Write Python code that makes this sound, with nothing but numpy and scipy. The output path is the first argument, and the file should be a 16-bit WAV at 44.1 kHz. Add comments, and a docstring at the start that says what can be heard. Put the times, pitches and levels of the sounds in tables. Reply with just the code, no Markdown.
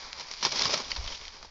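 """In a field of dry sugarcane, someone pushes through with a phone. Stiff leaves drag over each other
in stick-slip friction, loudest as one clump sweeps past the microphone. Blades crackle and ribs tick
in small brittle fractures; stalks knock and one sheath snaps, each ringing in its own damped modes.
The field rustles all around, leaves rub the phone's case, and wind rumbles on the microphone.
A footfall lands with a soft, low thump, and a weaker thump follows."""
import sys
import numpy as np
from scipy import signal
from scipy.fft import rfft, irfft
from scipy.io import wavfile

SR = 44100
rng = np.random.default_rng(int(sys.argv[2]) if len(sys.argv) > 2 else 0)


def wav_out(sig):
    """Save sig, one row per channel (or a flat mono array), as 16-bit PCM at SR to the path in sys.argv[1]."""
    wavfile.write(sys.argv[1], SR, np.round(np.clip(np.atleast_2d(sig).T, -1, 1) * 32767).astype(np.int16))


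N = 66150

# Spectra of a cracking leaf and of a flexing blade. Each row: frequency in Hz, relative gain in dB.
CRACK_SPECTRUM = [(500, -32), (1200, -7), (1700, -5.5), (2300, -1), (2900, -4.5), (3800, -1.5), (5000, 1),
                  (5800, -2.5), (6300, -9), (7000, -12), (7700, -33.5)]
BLADE_SPECTRUM = [(60, -30.5), (160, -9.5), (270, -8), (400, -5), (560, -4), (760, -6.5), (980, -3),
                  (1300, -8), (1700, -15), (3000, -36)]

FLEXES_PER_S, FLEX_SPREAD_DB = 1300, 2.5
FRACTURES_PER_S, FRACTURE_SPREAD_DB = 7000, 2
EDGE_Q, BODY_Q = 10.8, 5  # resonances of a blade's edge and of its hollow body


def undb(db):
    """Amplitude grows tenfold for every 20 dB."""
    return 10 ** (np.asarray(db) / 20)


def unit(x):
    """Dividing by the rms gives a signal unit power."""
    return x / np.sqrt(np.mean(x ** 2) + 1e-18)


def curve(t, table, column=1):
    """Interpolating timed levels in dB gives a gain that grows or decays exponentially between them."""
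    rows = np.array(table)
    return undb(np.interp(t, rows[:, 0], rows[:, column]))


def colour(x, spectrum):
    """A minimum-phase filter imposes a spectrum causally, with unit power gain."""
    size = 4096
    hz, db = np.array(spectrum).T
    bin_hz = np.arange(size // 2 + 1) * SR / size
    log_gain = np.log(undb(np.interp(np.log(bin_hz + 1), np.log(hz), db)))
    cepstrum = irfft(log_gain)
    cepstrum[1:size // 2] *= 2  # fold onto positive time
    cepstrum[size // 2 + 1:] = 0
    response = irfft(np.exp(rfft(cepstrum)))
    return signal.fftconvolve(x, response / np.linalg.norm(response))[:N]


def wander(per_s):
    """Joining Gaussian values by straight lines gives a slow random modulation."""
    values = rng.standard_normal(N)
    return np.interp(np.arange(N) * per_s / SR, np.arange(N), values)


def clicks(per_s, spread_db):
    """Independent impulses, many weak and a few strong, form a Poisson train of unit power."""
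    hit = rng.random(N) < per_s / SR
    strength = np.minimum(rng.exponential(size=N), 4)
    polarity = np.sign(rng.standard_normal(N))
    return unit(hit * polarity * undb(spread_db * strength))


def burst(grains, envelope):
    """Amplitude modulation shapes grains into a burst, scaled to the envelope's energy."""
    x = grains * envelope
    return x * np.linalg.norm(envelope) / (np.linalg.norm(x) + 1e-12)


def resonate(x, hz, q, db):
    """A resonance favours one band; the total energy is kept."""
    b, a = signal.iirpeak(hz, q, fs=SR)
    y = x + undb(db) * signal.lfilter(b, a, x + 1e-18)
    return y * np.linalg.norm(x) / (np.linalg.norm(y) + 1e-12)


def ring(t, start, modes, contact_s=0.00098):
    """Free vibration: modes build up during a brief contact and decay exponentially."""
    age = np.maximum(t - start, 0)
    out = np.zeros(N)
    for hz, db, t60 in modes:
        decay = np.exp(-np.log(1000) * age / t60)
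        out += undb(db) * np.sin(2 * np.pi * (hz * age + rng.random())) * decay
    return out * (1 - np.exp(-age / contact_s))


def dragging_leaves(t):
    """Stick-slip friction: leaf edges catch and release while the broad blades flex like paper."""
    # Leaves passing close by. Each row: time in seconds, scraping level in dB, flexing level in dB.
    levels = [(0, -48.5, -62), (.06, -45.5, -53), (.115, -56, -64), (.165, -50, -58.5), (.205, -44, -53.5),
              (.262, -49.5, -58), (.32, -45, -59), (.40, -45.5, -60), (.44, -32.5, -41),
              (.475, -33.5, -41.5), (.505, -40, -52), (.53, -35, -41.5), (.63, -29.5, -41),
              (.695, -33.5, -38), (.735, -32, -40.5), (.79, -36, -40), (.87, -42.5, -50.5),
              (.925, -40.5, -49.5), (.95, -44, -55), (1.005, -45.5, -50), (1.04, -39.5, -48),
              (1.06, -47, -51.5), (1.13, -38.5, -48), (1.19, -47.5, -61), (1.24, -43.5, -52),
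              (1.31, -52.5, -64.5), (1.345, -47.5, -55.5), (1.415, -55.5, -59.5), (1.455, -51, -53.5),
              (1.5, -62.5, -74)]
    # Spectrum of the slips. Each row: frequency in Hz, relative gain in dB.
    scrape_spectrum = [(500, -29.5), (1200, -16.5), (1700, -11), (2200, -2.5), (2900, -5.5), (3800, -3),
                       (4300, -2.5), (5000, 0.7), (5800, -1.3), (6300, -11), (7000, -15), (7700, -37.5)]
    catch = undb(2 * wander(per_s=230))  # scraping and flexing flicker together
    scrape = unit(clicks(per_s=5200, spread_db=2) * catch) * curve(t, levels)
    flex = unit(clicks(FLEXES_PER_S, FLEX_SPREAD_DB) * catch) * curve(t, levels, column=2)
    return colour(scrape, scrape_spectrum) + colour(flex, BLADE_SPECTRUM)


def distant_leaves(t):
    """Incoherent summation: countless far leaves merge into a soft, flickering noise."""
    # Spectrum of the rustle. Each row: frequency in Hz, relative gain in dB.
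    spectrum = [(30, 4), (70, -0.5), (120, -13.5), (250, -13.5), (460, -8.5), (600, -7), (950, 3),
                (1600, -3.5), (2300, -0.5), (2800, -14.5), (3200, -9), (4900, 0.5), (5800, -7),
                (7000, -14.5), (7700, -40)]
    # Course of the rustle. Each row: time in seconds, level in dB.
    levels = [(0, -45), (.5, -54.5), (1.1, -51.5), (1.35, -54.5), (1.5, -59)]
    rustle = rng.standard_normal(N) * undb(0.95 * wander(per_s=40))
    return colour(rustle, spectrum) * curve(t, levels)


def wind(t):
    """Turbulence: wind on the microphone makes a low rumble."""
    # Spectrum of the rumble. Each row: frequency in Hz, relative gain in dB.
    spectrum = [(10, -5), (28, 0), (60, -8.5), (90, -14.5), (150, -31.5), (400, -57)]
    # Course of the rumble. Each row: time in seconds, level in dB.
    levels = [(0, -63), (.55, -59), (.66, -52.5), (.77, -63.5), (.95, -46), (1.04, -36), (1.09, -45),
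              (1.16, -52.5), (1.28, -51.5), (1.33, -58), (1.40, -53.5), (1.5, -50.5)]
    return colour(rng.standard_normal(N), spectrum) * curve(t, levels)


def case_rubbing(t):
    """Structure-borne sound: blades sliding over the phone's case reach the microphone as a dull rub."""
    # Response of the case. Each row: frequency in Hz, relative gain in dB.
    spectrum = [(35, -20), (70, -8), (110, -0.5), (175, 1.5), (250, -10.5), (330, -12), (500, -17.5),
                (1000, -42)]
    # Course of the rubbing. Each row: time in seconds, level in dB.
    levels = [(0, -76), (.41, -73), (.46, -45), (.49, -55.5), (.56, -59), (.62, -49.5), (.66, -39.5),
              (.71, -45.5), (.76, -55), (.86, -65.5), (1.1, -66.5), (1.5, -73)]
    return colour(clicks(FLEXES_PER_S, FLEX_SPREAD_DB), spectrum) * curve(t, levels)


def rib_ticks(t, tail_db=-20.5, tail_s=0.0014):
    """Brittle fracture: a leaf rib gives way in one impulse, and a few fibres tear after it."""
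    # Breaking ribs. Each row: start in seconds, level in dB, edge resonance in Hz, its strength in dB.
    ticks = [(.1302, -12.5, 4100, -1), (0.3136, -15.5, 5700, 4), (0.338, -16, 5030, 8.5),
             (0.4275, -8, 5700, -1), (0.4452, -13, 3980, -8), (.4507, -3.5, 5350, 11.5),
             (.6204, -8.5, 5200, 4.5), (.6548, -8.5, 4900, 4.5), (0.7435, -7, 3860, 5.5),
             (1.2535, -19, 2100, 5.5), (1.2808, -19, 3140, 9)]
    fibres = clicks(FRACTURES_PER_S, FRACTURE_SPREAD_DB)
    out = np.zeros(N)
    for start, db, edge_hz, ring_db in ticks:
        after = t >= start
        tick = burst(fibres[after], undb(tail_db) * np.exp(-(t[after] - start) / tail_s))
        tick[0] = 1  # the break itself
        out[after] += undb(db) * resonate(tick, edge_hz, EDGE_Q, ring_db)
    return colour(out, CRACK_SPECTRUM)


def blade_crackles(t):
    """Impulse excitation: a run of small fractures rings the edge and hollow body of a dry blade."""
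    # Crackling blades. Each row: peak time in seconds, relative level in dB, rise and decay in seconds,
    # edge resonance in Hz, its strength in dB, level offset of the body in dB, body resonance in Hz.
    crackles = [(0.187, -36, .001, 0.0026, 4700, 4, -12.5, 1050),
                (0.1978, -33.5, 0.00058, 0.0022, 4380, 0, -13, 900),
                (0.2105, -35, .005, 0.0047, 5300, -13, -14, 940),
                (0.313, -30, 0.00018, 0.0022, 2070, -1, -10, 1350),
                (.3262, -33, .0004, 0.0012, 4730, 4, -21, 1100),
                (0.4278, -24, 0.0003, 0.009, 5900, 7, -11, 1106),
                (0.4499, -20.5, .0004, 0.0045, 5450, 2, -9.5, 1050),
                (0.4582, -24.5, 0.0011, 0.0055, 3700, -6, -11, 950),
                (0.4666, -25, .001, 0.0048, 3500, -2, -6, 1300),
                (.5220, -26, 0.0024, 0.0038, 5550, 0, -23, 1240),
                (.5600, -25.5, 0.0021, 0.0042, 5400, 3.5, -10, 960),
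                (0.595, -21, 0.0028, .002, 5300, 0.5, -17, 966),
                (0.6129, -26.5, 0.0021, 0.0014, 5800, -3, -3.5, 1035),
                (0.6203, -18.5, 0.00054, 0.002, 5200, 7.5, -21, 1130),
                (0.634, -25.5, 0.0018, .003, 3660, 11, -14, 970),
                (0.6544, -22.5, 0.00088, 0.0037, 4980, 7, -10, 1090),
                (0.6598, -31.5, .001, 0.0029, 5700, -2, -4, 1010),
                (0.6684, -28, 0.0023, .003, 4900, 6.5, -19, 1400),
                (.7060, -30, 0.0018, 0.0079, 5140, 0, -12.5, 540),
                (0.7313, -26, .004, 0.0045, 5000, 2, -11, 478),
                (0.739, -21, 0.0014, 0.0033, 4840, -0.5, -18.5, 593),
                (0.7429, -20.5, .0006, 0.0017, 4440, -2.5, -16.5, 1290),
                (0.7771, -28, .002, 0.0044, 5800, 8, -17.5, 980),
                (0.8007, -37, .002, 0.004, 4900, 3, -1, 1040),
                (0.9084, -31, .006, 0.0029, 4800, -6.5, -15.5, 980),
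                (0.9164, -24.5, 0.00033, 0.002, 4850, 9, -23, 1400),
                (0.9637, -30, 0.0019, 0.0083, 4440, 0, -8, 920),
                (1.0628, -33, .0005, 0.0024, 5100, -5, -17.5, 950),
                (1.0758, -31, 0.00086, 0.0067, 3080, 16, -18, 950),
                (1.121, -38.5, .001, 0.0082, 3240, 12, -8, 954),
                (1.1480, -35, .001, 0.0032, 3100, 7, -20, 950),
                (1.4276, -35.5, 0.00025, 0.0032, 4670, -4, -5, 745),
                (1.448, -44, 0.00033, 0.0028, 3450, -2, 3.5, 970)]
    fractures = clicks(FRACTURES_PER_S, FRACTURE_SPREAD_DB)
    shakes = clicks(FRACTURES_PER_S, FRACTURE_SPREAD_DB)
    edge, body = np.zeros(N), np.zeros(N)
    for peak, db, rise, decay, edge_hz, ring_db, body_db, body_hz in crackles:
        near = np.abs(t - peak) < .06
        age = t[near] - peak
        envelope = undb(db) * np.exp(-np.maximum(-age / rise, age / decay))
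        edge[near] += resonate(burst(fractures[near], envelope), edge_hz, EDGE_Q, ring_db)
        body[near] += undb(body_db) * resonate(burst(shakes[near], envelope), body_hz, BODY_Q, db=5.5)
    return undb(-2) * colour(edge, CRACK_SPECTRUM) + undb(-2.5) * colour(body, BLADE_SPECTRUM)


def stalk_knocks(t):
    """Impact excites normal modes: each cane sounds its own hollow note and the ring of its hard rind."""
    # Colliding canes. Each row: start in seconds, level in dB, pitch in Hz, 60 dB decay time in seconds.
    knocks = [(.2070, -43.5, 470, 0.047), (0.4496, -10.5, 947, .013), (0.4652, -19, 366, 0.011),
              (.7110, -26, 980, .02), (0.7371, -18.5, 594, 0.028), (0.7423, -27, 1330, 0.018),
              (0.9631, -28, 965, 0.023)]
    # Modes of the rind. Each row: frequency in Hz, relative level in dB, 60 dB decay time in seconds.
    rind_modes = [(3670, -21.5, .026), (4850, -13, .035)]
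    return sum(undb(db) * ring(t, start, [(hz, 0, t60)] + rind_modes) for start, db, hz, t60 in knocks)


def sheath_snap(t):
    """Sudden release of strain sets a dry sheath ringing as it snaps."""
    # Modes of the sheath. Each row: frequency in Hz, relative level in dB, 60 dB decay time in seconds.
    modes = [(1940, -3, 0.023), (2180, -0.5, 0.028), (2720, 0.5, 0.019), (3050, -3, 0.026),
             (4550, -7, 0.017), (4960, -3, 0.021)]
    return undb(-24) * ring(t, start=.9162, modes=modes)


def footfall(t):
    """A soft impact carries only low frequencies: a footfall thumps, with a weaker thump just after."""
    # Low thumps. Each row: centre in seconds, frequency in Hz, peak in dB, half width in seconds.
    thumps = [(0.997, 61, -30.5, 0.014), (1.060, 63.6, -37.5, 0.013)]
    out = np.zeros(N)
    for centre, hz, db, half_width in thumps:
        envelope = undb(db) * np.exp(-((t - centre) / half_width) ** 2)
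        out -= envelope * np.cos(2 * np.pi * hz * (t - centre))
    return out


def scatter(x, t, tail_db=-14, t60_s=0.057):
    """Scattering from the surrounding canes adds a short, faint tail to the direct sound."""
    tail = rng.standard_normal(N) * np.exp(-np.log(1000) * t / t60_s)
    return x + undb(tail_db) * signal.fftconvolve(x, tail / np.linalg.norm(tail))[:N]


def scene():
    """Superposition: near and distant cane, rubbing, wind and the footfall add in one channel."""
    t = np.arange(N) / SR
    near = dragging_leaves(t) + blade_crackles(t) + rib_ticks(t) + stalk_knocks(t) + sheath_snap(t)
    return (scatter(near, t) + distant_leaves(t) + case_rubbing(t) + wind(t) + footfall(t))[None]


def record(dry, cutoff_hz=7700):
    """Band limiting: the phone's steep low-pass filter removes the highest treble."""
    return signal.sosfilt(signal.ellip(10, .2, 75, cutoff_hz, fs=SR, output="sos"), dry)


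dry = scene()
out = record(dry)
wav_out(out)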